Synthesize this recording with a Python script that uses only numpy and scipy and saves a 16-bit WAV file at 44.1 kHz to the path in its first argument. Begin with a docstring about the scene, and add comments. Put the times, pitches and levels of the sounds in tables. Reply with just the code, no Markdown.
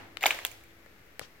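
"""A shoe comes down on brittle debris on bare concrete: noise-burst fractures ring short modes, ticks settle.
Later the other foot shifts with a dry snap, a soft knock of decaying sines and a short scuff of noise.
A large empty room answers with diffuse noise tails that follow the power of each band.
Beneath lie a quiet air floor, a faint far hum and, at the start, the dying echo of an earlier step."""
import sys
import numpy as np
from scipy import signal
from scipy.io import wavfile
from scipy.ndimage import uniform_filter1d

SR = 44100
rng = np.random.default_rng(int(sys.argv[2]) if len(sys.argv) > 2 else 0)


def store_wav(level_fs):
    """Save 16-bit WAV to argv[1]."""
    pcm = np.round(np.clip(np.atleast_2d(level_fs), -1, 1) * 32767)
    wavfile.write(sys.argv[1], SR, pcm.T.astype(np.int16))


def volts_from_db(level):
    """Convert decibel levels to linear amplitude ratios."""
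    exponent = np.asarray(level, float) / 20
    return 10 ** exponent


N = 61739

# decay of the empty room: (f/Hz, t60/s)
ROOM_T60 = [(300, 0.86), (1200, 0.6), (2500, 0.6), (15000, 0.56)]


def read(points, hz):
    """Reads a table on a log-frequency axis."""
    f, value = np.transpose(points)
    return np.interp(np.log(hz + 1), np.log(f + 1), value)


def curve(points):
    """Turns a (t/s, level/dB) curve into gain per sample."""
    s, db = np.transpose(points)
    return volts_from_db(np.interp(np.arange(N) / SR, s, db, left=-120))


def evened(x):
    """Sets rms to 1."""
    return x / np.sqrt(np.mean(x ** 2) + 1e-20)


def add(mix, s, sound, pan_db):
    """Places a two-channel sound; pan_db is left over right."""
    part = mix[:, round(s * SR):][:, :sound.shape[1]]
    part += sound[:, :part.shape[1]] * volts_from_db([[pan_db / 2], [-pan_db / 2]])


def diffuse(tone, decays=None, patchy_db=0., size=512, pan=None, shape=1):
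    """Two-channel noise from random short-time spectra, alike in the bass, optionally dying by band."""
    # left-right likeness of diffuse sound: (f/Hz, correlation)
    likeness = [(60, 0.98), (380, 0.68), (2380, -0.13), (15000, -0.033)]
    hop = size // 4
    frames, hz = N // hop + 5, np.fft.rfftfreq(size, 1 / SR)
    a, b, c, d, patches = rng.standard_normal((frames, len(hz), 5)).T
    same = np.clip(read(likeness, hz), -1, 1)[:, None]
    left, other = a + 1j * b, c + 1j * d
    z = np.array([left, same * left + np.sqrt(1 - same ** 2) * other])
    patches = uniform_filter1d(patches, size=12, axis=0)  # over frequency
    patches = uniform_filter1d(patches, size=8, axis=1)  # over time
    db = read(tone, hz)[:, None] + patchy_db * evened(patches)
    if pan:
        z *= volts_from_db(np.array([.5, -.5])[:, None, None] * read(pan, hz)[:, None])
    if decays:
        db = db - 60 * np.arange(frames) * hop / SR / read(decays, hz)[:, None]
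    return signal.istft(z * volts_from_db(db) * shape, nperseg=size, noverlap=size - hop)[1][:, :N]


def air():
    """Still air and hiss: steady coloured noise."""
    # floor colour: (f/Hz, level/dB per Hz)
    air_tone = [(14, -38), (40, -5.5), (60, -5.5), (110, -12.5), (140, -9), (200, -13.5), (330, -10.5),
                (900, -20), (2000, -14), (3200, -24.5), (6000, -29.5), (9500, -35.5), (13000, -28.5),
                (15800, -32.5)]
    # floor balance: (f/Hz, left-right/dB)
    air_pan = [(100, -0.5), (3000, 6), (15000, -1)]
    rms_db = -57.5
    return volts_from_db(rms_db) * evened(diffuse(air_tone, size=2048, pan=air_pan))


def far_hum():
    """Faint sines whose phase wanders; each fades at 60 dB/s after its hold."""
    # hum partials, sine peak 1 dB above level: (f/Hz, level/dB, hold/s)
    partials = [(95.8, -63, 0.573), (331.6, -66.5, 0.81)]
    t, hum = np.arange(N) / SR, 0
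    wander_rad = 0.94  # rms before the last smoothing
    for hz, db, until in partials:
        wander = wander_rad * evened(uniform_filter1d(rng.standard_normal(N), size=4000))
        phase = 2 * np.pi * hz * t + uniform_filter1d(wander, size=800)
        hum += volts_from_db(db + 1 - 60 * np.maximum(t - until, 0)) * np.sin(phase)
    return hum


def earlier_echo():
    """The echo of an earlier step: diffuse noise dying at the room's decay from the start."""
    # echo colour: (f/Hz, level/dB per Hz)
    echo_tone = [(59, -49), (100, -3), (1730, -7), (1880, -6), (15500, -42.5)]
    start_rms_db = -49
    echo = diffuse(echo_tone, ROOM_T60)
    return echo * volts_from_db(start_rms_db) / np.sqrt(np.mean(echo[:, :2000] ** 2))


def crack(ring_hz, body_hz, body_db, treble_db, top_db, crumble_ms, free):
    """A burst of tiny fractures rings the debris modes, the nearest two moved to the fragment's own pitches."""
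    # debris modes: (f/Hz, level/dB, time/s to fall 90 dB at free = 1, left phase lead/rad)
    debris_modes = [(470, -8, 0.015, 1), (793, 1.5, 0.012, 0.23), (1262, -4, 0.018, 0.8),
                    (1808, -4.5, 0.013, 0.4), (2247, 4.5, 0.0089, -0.6), (2815, -0.5, 0.011, -0.5),
                    (3510, 1, 0.0089, 0.89), (4368, -1, 0.0059, 2.5), (4930, -5.5, 0.0036, 3.5),
                    (5820, 3, 0.0016, 1.64), (6936, 5, 0.0029, -1.2), (9170, -5.5, 0.0064, 2),
                    (12050, 2.5, 0.002, -1), (13270, 0.5, 0.0036, 5), (14650, -2.5, 0.013, 0.8)]
    body_below_hz, treble_above_hz, top_above_hz = 1400, 4400, 11000
    off_ring_db_per_oct, off_body_db_per_oct = 29.5, 10.5
    detune, turn_spread_rad = .02, 0.6
    t = np.arange(1400) / SR
    u = t * 1000 / max(crumble_ms, .05)
    burst = u ** 2 * np.exp(-2 * u) * rng.standard_normal(len(t))
    out = np.zeros((2, len(t)))
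    chance = rng.standard_normal((len(debris_modes), 2))
    modes = np.array(debris_modes)
    for own_hz in (ring_hz, body_hz):
        modes[np.argmin(abs(np.log(modes[:, 0] / own_hz))), 0] = own_hz
    for (hz, db, fall_s, lead), (a, b) in zip(modes, chance):
        if hz < body_below_hz:
            db = db + body_db - off_body_db_per_oct * abs(np.log2(hz / body_hz))
        elif hz > treble_above_hz:
            db = db + (top_db if hz > top_above_hz else treble_db)
        else:
            db = db - free * off_ring_db_per_oct * abs(np.log2(hz / ring_hz))
        decay = volts_from_db(-90 * t / fall_s / max(free, .1))
        mode = t * decay * np.exp(2j * np.pi * hz * (1 + detune * a) * t)
        ring = signal.fftconvolve(burst, mode)[:len(t)]
        half = (lead + turn_spread_rad * b * min(hz / 3000, 1)) / 2
        turned = ring / abs(ring).max() * np.exp(1j * np.array([[half], [-half]]))
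        out += volts_from_db(db) * turned.real
    return out / abs(out).max()


def debris():
    """The single cracks, and the part of them that reaches the walls."""
    # cracks: (t/s, peak/dB before panning, own ring f/Hz, low body f/Hz, low body/dB, treble/dB, glassy top/dB,
    # crumble time to burst peak/ms, freedom to ring (1 = free), left-right/dB)
    cracks = [(0.1707, -23.5, 2890, 1350, -3, -15.5, -24, 0.11, 0.34, 20.5),
              (0.2089, -32, 2720, 800, -14, -14, -12, 0.67, 0.6, 5),
              (.2290, -18, 2150, 790, -25, -13, -8, 1.08, 0.94, 0.5),
              (.2370, -11.5, 2400, 1270, 0.5, -32, -40, .3, 0.7, -2),
              (.2392, -18.5, 2150, 730, 7, -20, -30, 0.67, 1.1, 0.5),
              (0.2577, -5.5, 3510, 750, 1, -28, -32, 0.2, 0.83, 0.5),
              (0.2615, -8.5, 2250, 790, -13.5, -6.5, -6.5, 2.33, 0.94, -2),
              (.3063, -11, 2383, 1130, -10.5, -26, -27, .2, 0.82, 1.5),
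              (0.309, -19.5, 2870, 630, -13, -9, -27, 0.27, 0.9, -2.5),
              (.3888, -24, 2085, 1100, -1, -11.5, -16, .12, 0.73, -2.5),
              (0.4498, -8, 3380, 1270, -13.5, -3.5, -5.5, 0.23, 0.5, -1.3),
              (.4522, -22.5, 2497, 754, 0, -6, -1, .5, 0.87, 0.5),
              (.4597, -34, 2480, 1310, -8, -3, -6, .6, .7, 10),
              (0.4659, -31.5, 3020, 820, -16, 5, -3, 0.59, .8, -25),
              (.513, -41, 2400, 800, -26, 2, 0, 1.8, 1, -21),
              (.636, -45, 2500, 820, -11, -5, -2, 1.2, 1, -8),
              (.861, -42, 2030, 653, 6, -15, -26, 0.58, 0.75, 4.5),
              (1.1943, -21.5, 1884, 710, 0, -6, -18, 0.13, 0.35, 12)]
    pinned_room_db = -10  # pieces pinned under the sole ring short and broad, shielded from the room
    mix, sent = np.zeros((2, N)), np.zeros((2, N))
    for s, peak_db, *colour, free, pan_db in cracks:
        sound = volts_from_db(peak_db) * crack(*colour, free)
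        add(mix, s, sound, pan_db)
        add(sent, s, sound * volts_from_db(pinned_room_db * max(1 - free, 0)), pan_db)
    return np.array([mix, sent])


def crumbs():
    """Small random ticks as crumbs settle, each one of eight little cracks."""
    # crushed and settling crumbs: (t/s, level/dB)
    grit = [(.205, -54), (.225, -37), (.25, -34.5), (.3, -39.5), (.4, -52.5), (.6, -68), (1.4, -79)]
    ticks_per_s, spread_db = 1500, 4.5
    size = volts_from_db(spread_db * np.minimum(rng.exponential(1, N), 4))
    size = size * (rng.random(N) < ticks_per_s / SR)
    kind, out = rng.integers(0, 8, N), np.zeros((2, N))
    for k, hz in enumerate(np.geomspace(1700, 3600, num=8)):
        tick = crack(hz, 780, -7.5, -12.5, -15.0, 0.33, 0.64)
        out += signal.oaconvolve((size * (kind == k))[None], tick, axes=1)[:, :N]
    return out * curve(grit) / volts_from_db(spread_db)


def scuff():
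    """A short gritty scuff: patchy noise under a level curve."""
    # scuff envelope: (t/s, level/dB)
    scuff_level = [(1.2, -80), (1.212, -57), (1.22, -46), (1.245, -54), (1.268, -63.5), (1.28, -82)]
    # scuff colour: (f/Hz, level/dB per Hz)
    scuff_tone = [(180, -27), (300, -4), (590, -12), (5210, -5.5), (15500, -40)]
    gone = np.arange(N) / SR < scuff_level[-1][0]  # silent after the last point
    noise = evened(diffuse(scuff_tone, patchy_db=3.0, size=256))
    return noise * curve(scuff_level) * gone * volts_from_db([[2.5], [-2.5]])


def knock():
    """A dull knock of the sole on concrete: low modes that swell over one cycle and decay."""
    # knock modes: (f/Hz, level/dB before panning, t60/s)
    knock_modes = [(148, -37, 0.026), (272, -33.5, 0.012), (474, -31, 0.011), (1190, -36.5, 0.011)]
    start_s, pan_db = 1.2135, 18
    t, mix = np.arange(3000) / SR, np.zeros((2, N))
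    thud = np.zeros(len(t))
    for hz, db, t60 in knock_modes:
        thud += np.minimum(t * hz, 1) * volts_from_db(db - 60 * t / t60) * np.sin(2 * np.pi * hz * t)
    add(mix, start_s, np.array([thud, thud]), pan_db)
    return mix


def room(x):
    """Bare walls: each band's power feeds a diffuse tail that builds up fast and dies at its own speed."""
    # colour of the reverberation: (f/Hz, level/dB)
    room_tone = [(170, -32), (400, 2), (1200, -0.5), (2500, 0.5), (6000, 2), (9500, 0.5), (15000, 3)]
    room_db, early_db, early_t60_s, build_s = -3.5, 8, 0.087, 0.0018
    blur_oct = 0.34  # many unlike reflections even out the colour of a crack
    hz, t, z = signal.stft(np.pad(x, ((0, 0), (0, 320))), SR, nperseg=256, noverlap=192)
    blur = np.exp(-.5 * (np.log2((hz[:, None] + 200) / (hz + 200)) / blur_oct) ** 2)
    power = blur @ (abs(z) ** 2).mean(0) / blur.sum(1)[:, None]
    late = volts_from_db(-60 * t / read(ROOM_T60, hz)[:, None])
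    early = 1 + volts_from_db(early_db - 60 * t / early_t60_s)
    tail = late * early * np.minimum(t / build_s, 1) ** 2
    tail_power = tail ** 2 / (tail ** 2).sum(1)[:, None]
    held = signal.fftconvolve(power, tail_power, axes=1)[:, :N // 64 + 5]
    return volts_from_db(room_db) * diffuse(room_tone, size=256, shape=np.sqrt(abs(held)))


def scene():
    """Steps, their room, the air, the hum and the earlier echo."""
    low_cut_hz, shoe_room_db = 418, -7
    no_bass = signal.butter(4, low_cut_hz, "high", fs=SR, output="sos")  # small fragments radiate no bass
    near, sent = signal.sosfilt(no_bass, debris() + crumbs())
    close = scuff() + knock()
    floor = air() + far_hum() + earlier_echo()
    return near + close + room(sent + volts_from_db(shoe_room_db) * close) + floor


def roll_off(x):
    """The treble ends steeply here."""
    return signal.sosfilt(signal.butter(12, 17000, fs=SR, output="sos"), x)


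def record(dry):
    """Cuts the treble edge and adds a small steady offset."""
    edge_hz, offset = 16200, -0.00087
    low_pass = signal.firwin(255, edge_hz, window=("kaiser", 6), fs=SR)
    edged = signal.oaconvolve(dry, low_pass[None], "same")
    return roll_off(edged + offset)


dry = scene()
out = record(dry)
store_wav(out)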